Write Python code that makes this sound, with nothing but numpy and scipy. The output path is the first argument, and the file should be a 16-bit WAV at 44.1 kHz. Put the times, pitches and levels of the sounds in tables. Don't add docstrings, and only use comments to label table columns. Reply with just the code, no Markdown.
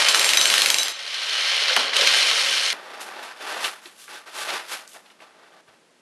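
import sys
import numpy as np
from scipy import signal
from scipy.fft import rfft, irfft, next_fast_len
from scipy.io import wavfile

SR = 44100
rng = np.random.default_rng(int(sys.argv[2]) if len(sys.argv) > 2 else 0)


def ratio_of_db(decibels):
    return 10 ** (np.asarray(decibels, float) / 20)


def store_wav(level_fs):
    pcm = np.round(np.clip(np.atleast_2d(level_fs), -1, 1) * 32767)
    wavfile.write(sys.argv[1], SR, pcm.T.astype(np.int16))


N = 265036
CUT_S = 2.731


def blows():
    # (time [s], chisel mode that rings out [0-3], its ring [dB], mode that joins in [0-3])
    hits = [(0.0845, 2, -32, 3), (0.1456, 1, -30, 2), (0.1945, 2, -28, 3), (0.2436, 2, -25, 3),
            (0.2907, 1, -30, 3), (0.3338, 0, -31, 2), (0.3717, 0, -17, 1), (0.4123, 1, -21, 0),
            (0.4554, 2, -26, 1), (0.5006, 1, -30, 0), (0.5393, 0, -29, 3), (0.58, 1, -34, 3),
            (0.6186, 2, -39, 0), (0.6594, 1, -29, 0), (0.7016, 1, -29, 0), (0.7426, 2, -31, 0),
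            (0.7843, 0, -21, 1), (0.8311, 2, -33, 1), (0.8817, 0, -32, 1)]
    # (frequency [Hz], t60 [s])
    chisel = [(3900, .3), (6122, .3), (7475, .4), (8750, .3)]
    # (frequency [Hz], level [dB], t60 [s])
    chisel_weak = [(5012, -31, .15), (10950, -40, .2), (11530, -39, .1)]
    blow_db, blow_spread_db = -3.3, .4
    trigger_off_s, run_down_db_per_s2 = .6, 115
    crack_spread_octaves = .22
    second_mode_db, other_modes_db, other_spread_db = -4, -14, 4
    grip_detune = .003

    out = np.zeros(N)
    noise = rng.standard_normal((len(hits), 3, 2000))
    chance = rng.standard_normal((len(hits), 2, len(chisel) + len(chisel_weak)))
    starts = [round(row[0] * SR) for row in hits]
    stops = starts[1:] + [starts[-1] + SR // 8]
    for i, stop, row, (crack, tick, dull), (size, turn) in zip(starts, stops, hits, noise, chance):
        s, main_mode, ring_db, second_mode = row
        run_down_db = run_down_db_per_s2 * max(s - trigger_off_s, 0) ** 2
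        peak_db = blow_db + blow_spread_db * size[-1] - run_down_db
        crack_hz = 3000 * 2 ** (crack_spread_octaves * turn[0])
        out[i:i + 2000] += ratio_of_db(peak_db + 2) * burst(crack, crack_hz, .8, .0003, .012)
        out[i:i + 2000] += ratio_of_db(peak_db - 9) * burst(tick, 10000, 0.29, 0.00026, 0.0097)
        out[i:i + 2000] += ratio_of_db(peak_db - 11) * burst(dull, 1950, 2.36, 0.0051, 0.37)

        is_other = np.arange(len(chisel)) != main_mode
        rings = ring_db + (other_modes_db + other_spread_db * size[3:]) * is_other
        rings[second_mode] = ring_db + second_mode_db
        modes = [(hz, db + 2, t60) for (hz, t60), db in zip(chisel, rings)]
        modes += [(hz, db + 4 * c, t60) for (hz, db, t60), c in zip(chisel_weak, size)]
        for (hz, db, t60), u in zip(modes, turn):
            out[i:stop] += chisel_ring(stop - i, hz * (1 + grip_detune * u), db, t60, u)
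    return out


def chisel_ring(length, hz, db, t60, chance):
    t = np.arange(length) / SR
    flutter = 1 + .55 * np.sin(2 * np.pi * (45 + 15 * chance) * t + 5 * chance)
    swell = 1 - np.exp(-t / 0.001)
    return ratio_of_db(db - 60 * t / t60) * swell * flutter * np.sin(2 * np.pi * hz * t + 6 * chance)


def rattle():
    # (frequency [Hz], level [dB per Hz])
    roar_colour = [(24, -69.5), (40, -63.5), (339, -26.5), (541, -11.5), (1020, -9), (1560, -0.5),
                   (1760, 0), (3170, 5.5), (5440, -1.5), (7870, -14), (9580, -14.5), (11700, -20),
                   (14200, -51.5)]
    # (frequency [Hz], width [Hz], level [dB])
    housing = [(547, 35, 2), (430, 60, 0), (1085, 25, 0), (1308, 18, 2), (1577, 18, 5), (1855, 27, 2),
               (2098, 22, 2), (2380, 18, 3), (2912, 25, 2), (3047, 30, 3), (4250, 25, 1)]
    # (frequency [Hz], width [Hz], level [dB])
    shank_modes = [(2100, 570, -15.5), (3130, 160, -13), (4193, 500, -9.5), (5330, 450, -17.5),
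                   (6200, 470, -22), (8950, 1600, -23)]
    roar = colour(grains(6000, 2.0, hiss=1.2, clump_db=1.3, clumps_per_s=120), roar_colour)
    roar = rms_one(resonate(roar, housing, gain_db=-2.0))
    taps = grains(250, .8, hiss=0, clump_db=0, clumps_per_s=50)
    shank = np.zeros(N)
    for hz, width, db in shank_modes:
        struck = taps * rng.uniform(-0.53, 1, N)
        soft = resonance(resonance(struck, hz, width), hz, width)
        shank += ratio_of_db(db) * rms_one(soft)
    return in_bands(roar + shank, rattle_levels(), (370, 1300, 6000))


def rattle_levels():
    # (time [s], housing roar [dB])
    effort_curve = [(0.0, -18.5), (0.13, -21.5), (0.45, -24), (0.594, -21), (0.74, -30), (0.87, -28.5),
                    (0.93, -37), (1.15, -29.5), (1.405, -23), (1.6, -21.5), (1.775, -22), (1.93, -28.5),
                    (1.945, -23), (2.01, -19), (2.144, -17.5), (2.344, -21), (2.58, -23), (2.73, -25.5)]
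    # (from time [s], slab boom [dB], chatter [dB],
    # boom change [dB/s], chatter change [dB/s])
    contact = [
        (0.0, -31, -32, -8.5, -5),
        (0.905, -42, -37, 7.5, -3.5),
        (1.772, -30.5, -35.5, -21, -47),
        (1.94, -33.5, -36.5, -5.5, 4.5),
    ]
    ground_db = [-18.5, -25, -14.5, -17.5]
    middle_effort_db = -23
    boom_follows, chatter_follows = 0.51, 1

    t = np.arange(0, CUT_S, .002)
    effort = np.interp(t, *np.transpose(effort_curve))
    state = np.searchsorted(np.array(contact)[1:, 0], t)
    since, boom, chatter, boom_per_s, chatter_per_s = np.array(contact)[state].T
    swing, held = effort - middle_effort_db, t - since
    boom = boom + boom_per_s * held + boom_follows * swing
    chatter = chatter + chatter_per_s * held + chatter_follows * swing
    ground = boom + np.array(ground_db)[state]
    return np.column_stack([t, ground, boom, effort, chatter])


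def loose_bit():
    # (time [s], peak [dB], centre [Hz])
    bit_knocks = [(0.029, -14, 3410), (0.065, -6.5, 2100), (0.992, -21, 3080), (1.143, -16.5, 3160),
                  (1.295, -15, 3850), (1.452, -15.5, 3050), (1.698, -13, 2130), (1.934, -11, 2600),
                  (1.965, -4.5, 3140), (1.984, -18, 4190), (2.011, -6, 3120), (2.057, -21, 4150),
                  (2.072, -3.5, 3060), (2.089, -13, 3270), (2.174, -23, 2800), (2.301, -26, 2690),
                  (2.452, -15, 4340), (2.58, -10, 3300), (2.62, -25, 3230), (2.661, -8.5, 3140),
                  (2.702, -7.5, 3220)]
    # (time
    # [s], peak [dB], centre [Hz], t60 [s])
    clank = [(1.7635, -4, 2300, 0.02), (1.764, -11, 8100, 0.02), (1.7645, -8, 1000, 0.06),
             (.0862, -4, 4500, .025), (1.967, -16, 7500, .015)]
    # (time
    # [s], peak [dB], frequency [Hz], t60 [s])
    hollow = [(1.705, -23, 560, .18), (1.77, -36, 240, .5), (1.99, -22, 550, .35), (2.01, -28, 420, .2),
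              (2.729, -22, 11000, .004)]
    short_knocks = [row + (0.025,) for row in bit_knocks]
    return knocks(short_knocks, octaves=0.62) + knocks(clank, octaves=.55) + knocks(hollow, octaves=.15)


def raking():
    # (frequency [Hz], level [dB per Hz])
    crunch_colour = [(24, -85), (40, -64), (140, -39), (193, -22.5), (279, -19.5), (339, -13.5),
                     (1520, -2.5), (1630, -7.5), (2800, -4.5), (7870, -10.5), (11100, -10), (12500, -15.5),
                     (14200, -70)]
    # (frequency [Hz], width [Hz], level [dB])
    trench = [(637, 14, -6), (839, 32, -8.5), (1176, 11, 0), (1320, 9.9, -7), (1560, 21, -3.5),
              (1770, 190, -8), (2670, 25, -7), (3520, 18, -3)]
    crunch = colour(grains(3000, 1.7, hiss=0.9, clump_db=1.3, clumps_per_s=40), crunch_colour)
    return in_bands(resonate(crunch, trench, gain_db=6), rake_levels(), (900, 2300, 5500))


def rake_levels():
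    # (time at full strength [s], swell [s], hold [s], level [dB],
    # grit against level [dB])
    strokes = [(2.732, 0.017, .012, -37.5, -16.5), (2.944, 0.57, 0.37, -42, -15.5),
               (3.01, 0.0098, 0.014, -45, 3), (3.17, 0.11, .006, -42.5, -16),
               (3.232, 0.04, 0.016, -41.5, -7.5), (3.425, 0.073, 0.06, -38, -11.5),
               (3.474, 0.033, 0.14, -33.5, -11.5), (3.644, 0.033, 0.0096, -28.5, -5),
               (3.867, 0.061, .006, -47.5, -2.5), (4.011, .06, 0.042, -55, 6),
               (4.092, .006, 0.038, -44.5, -8), (4.138, 0.046, 0.022, -41.5, -7.5),
               (4.262, .004, .03, -46.5, -11), (4.376, 0.053, 0.054, -34, -5),
               (4.486, 0.078, 0.09, -31.5, -10.5), (4.721, 0.052, 0.0073, -32.5, -3.7),
               (4.82, 0.019, 0.0086, -52.5, -14), (4.888, .011, 0.064, -60, 9),
               (4.95, 0.014, 0.01, -49, -16), (5.06, .03, 0.065, -59, -8), (5.221, 0.029, .012, -48.5, -13),
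               (5.402, 0.24, .22, -57, -15), (5.682, 0.013, .004, -56, -13), (5.734, .011, .004, -62, -11)]
    # (level against stroke [dB], share of grit [dB/dB], share of hold [ratio],
    # dying [dB/s])
    rubble_layers = [
        (-9.5, -0.45, 0.87, 164),
        (-2.5, -0.048, 0.99, 154),
        (0.5, 0.42, 1, 199),
        (-0.6, 1, 0.98, 193),
    ]
    swell_db = 14
    lift_s, lift_db_per_s = 5.606, 1500
    rumble_lag, gentle_stroke_db = 0.11, -42

    t = np.arange(CUT_S, N / SR, .002)
    s, swell, hold, stroke_db, grit = np.transpose(strokes)[:, :, None]
    rising = np.maximum(s - t, 0) / np.maximum(swell, .003)
    db = stroke_db - lift_db_per_s * (s < lift_s) * np.maximum(t - lift_s, 0)
    layers = []
    for over, share, lasts, fall in rubble_layers:
        dying_db = fall * np.maximum(t - s - lasts * hold, 0)
        layers.append(ratio_of_db(db + over + share * grit - swell_db * rising - dying_db))
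    layers[0] = layers[0] * ratio_of_db(-rumble_lag * (stroke_db - gentle_stroke_db))
    totals = [10 * np.log10(np.sum(a ** 2, axis=0) + 1e-12) for a in layers]
    return np.column_stack([t] + totals)


def stones():
    # (time [s], peak [dB], centre [Hz], t60 [s])
    clicks = [(3.01, -47, 1320, 0.04), (3.209, -44, 1240, 0.04), (3.319, -46, 1180, 0.03),
              (3.406, -31, 1850, 0.037), (3.562, -24.5, 810, 0.062), (3.643, -13, 2700, 0.087),
              (3.857, -28, 2920, 0.03), (4.079, -30, 1560, 0.046), (4.266, -47, 1490, 0.027),
              (4.503, -17, 3000, 0.025), (4.717, -25, 1560, 0.04), (4.876, -29.5, 6000, 0.02),
              (4.914, -44, 3680, 0.049), (4.948, -36.5, 1480, 0.045), (4.682, -41, 4000, .02),
              (5.059, -43, 2960, 0.04), (5.101, -43.5, 2430, 0.04), (5.203, -38, 1810, 0.04),
              (5.684, -44, 1560, 0.028)]
    # (time [s], peak [dB], centre [Hz], t60 [s])
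    thump = (5.682, -55, 120, .06)
    # (time [s], peak [dB], frequency [Hz], t60 [s])
    lump = (3.853, -44, 350, .12)
    return echoes(knocks(clicks, octaves=0.52)) + knocks([thump], octaves=0.58) + knocks([lump], octaves=0.12)


def quiet_site():
    # (frequency [Hz], level [dB per Hz])
    site_colour = [(18, -49), (30, -20), (197, 6.5), (596, 7.5), (733, 3), (3270, -2.5), (10700, -11.5),
                   (12200, -21), (14200, -55)]
    return ratio_of_db(-57 - 3) * rms_one(colour(rng.standard_normal(N), site_colour))


def knocks(rows, octaves):
    out, noise = np.zeros(N), rng.standard_normal((len(rows), 4000))
    for (s, db, hz, t60), draw in zip(rows, noise):
        i = round(s * SR)
        out[i:i + 4000] += ratio_of_db(db) * burst(draw, hz, octaves, 0.00012, t60)
    return out


def burst(noise, hz, octaves, rise_s, t60):
    t = np.arange(len(noise)) / SR
    edges = np.clip(hz * 2. 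** np.array([-octaves, octaves]), 30, .44 * SR)
    shape = (1 - np.exp(-t / rise_s)) * ratio_of_db(-60 * t / max(t60, .004))
    puff = signal.sosfilt(signal.butter(2, edges, "band", fs=SR, output="sos"), noise * shape)
    return puff / np.max(np.abs(puff))


def grains(per_s, spread_db, hiss, clump_db, clumps_per_s):
    sizes = ratio_of_db(spread_db * np.minimum(rng.exponential(1, N), 5)) * rng.choice([-1, 1], N)
    contacts = rms_one(sizes * (rng.random(N) < per_s / SR))
    return (contacts + hiss * rng.standard_normal(N)) * ratio_of_db(clump_db * drift(clumps_per_s))


def drift(rate):
    r = np.exp(-2 * np.pi * rate / SR)
    slow = signal.lfilter([1], [1, -2 * r, r * r], rng.standard_normal(N + SR))
    return rms_one(slow[SR:])


def echoes(x):
    dull = signal.sosfilt(signal.butter(1, 5000, fs=SR, output="sos"), x)
    out = x.copy()
    for lag_s, db in [(.0113, -13), (.0171, -14), (.0263, -16), (.039, -18)]:
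        lag = round(lag_s * SR)
        out[lag:] += ratio_of_db(db) * dull[:-lag]
    return out


def resonate(x, peaks, gain_db):
    return x + sum(ratio_of_db(db + gain_db) * resonance(x, hz, width) for hz, width, db in peaks)


def resonance(x, hz, width):
    r, w = np.exp(-np.pi * width / SR), 2 * np.pi * hz / SR
    return signal.lfilter([(1 - r * r) / 2, 0, (r * r - 1) / 2], [1, -2 * r * np.cos(w), r * r], x)


def in_bands(x, rows, split_hz):
    lows = [spectral(x, lambda hz: 1 / (1 + (hz / edge) ** 8)) for edge in split_hz]
    below = [0] + lows + [x]
    return sum(ratio_of_db(db) * rms_one(b - a) for db, a, b in zip(in_time(rows), below, below[1:]))


def in_time(rows):
    s, *columns = np.transpose(rows)
    return [np.interp(np.arange(N) / SR, s, c) for c in columns]


def colour(x, spectrum):
    points, db = np.transpose(spectrum)
    return spectral(x, lambda hz: ratio_of_db(np.interp(np.log(hz), np.log(points), db)))


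def spectral(x, gain):
    size = next_fast_len(N)
    return irfft(rfft(x, size) * gain(np.fft.rfftfreq(size, 1 / SR) + 1), size)[:N]


def rms_one(x):
    return x / np.sqrt(np.mean(x ** 2) + 1e-20)


def scene():
    before = np.arange(N) < CUT_S * SR
    hammer = rattle() + echoes(blows() + loose_bit())
    rubble = raking() + stones()
    return (np.where(before, hammer, rubble) + quiet_site())[None]


def band_limit(x):
    return signal.sosfilt(signal.butter(12, 14340, fs=SR, output="sos"), x)


def record(dry):
    ceiling = dry / (1 + np.abs(dry / .64) ** 4) ** (1 / 4)
    thin = signal.sosfilt(signal.butter(1, 110, "high", fs=SR, output="sos"), ceiling)
    top = signal.cheby2(8, 35, 13300 + 400, fs=SR, output="sos")
    return band_limit(signal.sosfilt(top, thin))


dry = scene()
out = record(dry)
store_wav(out)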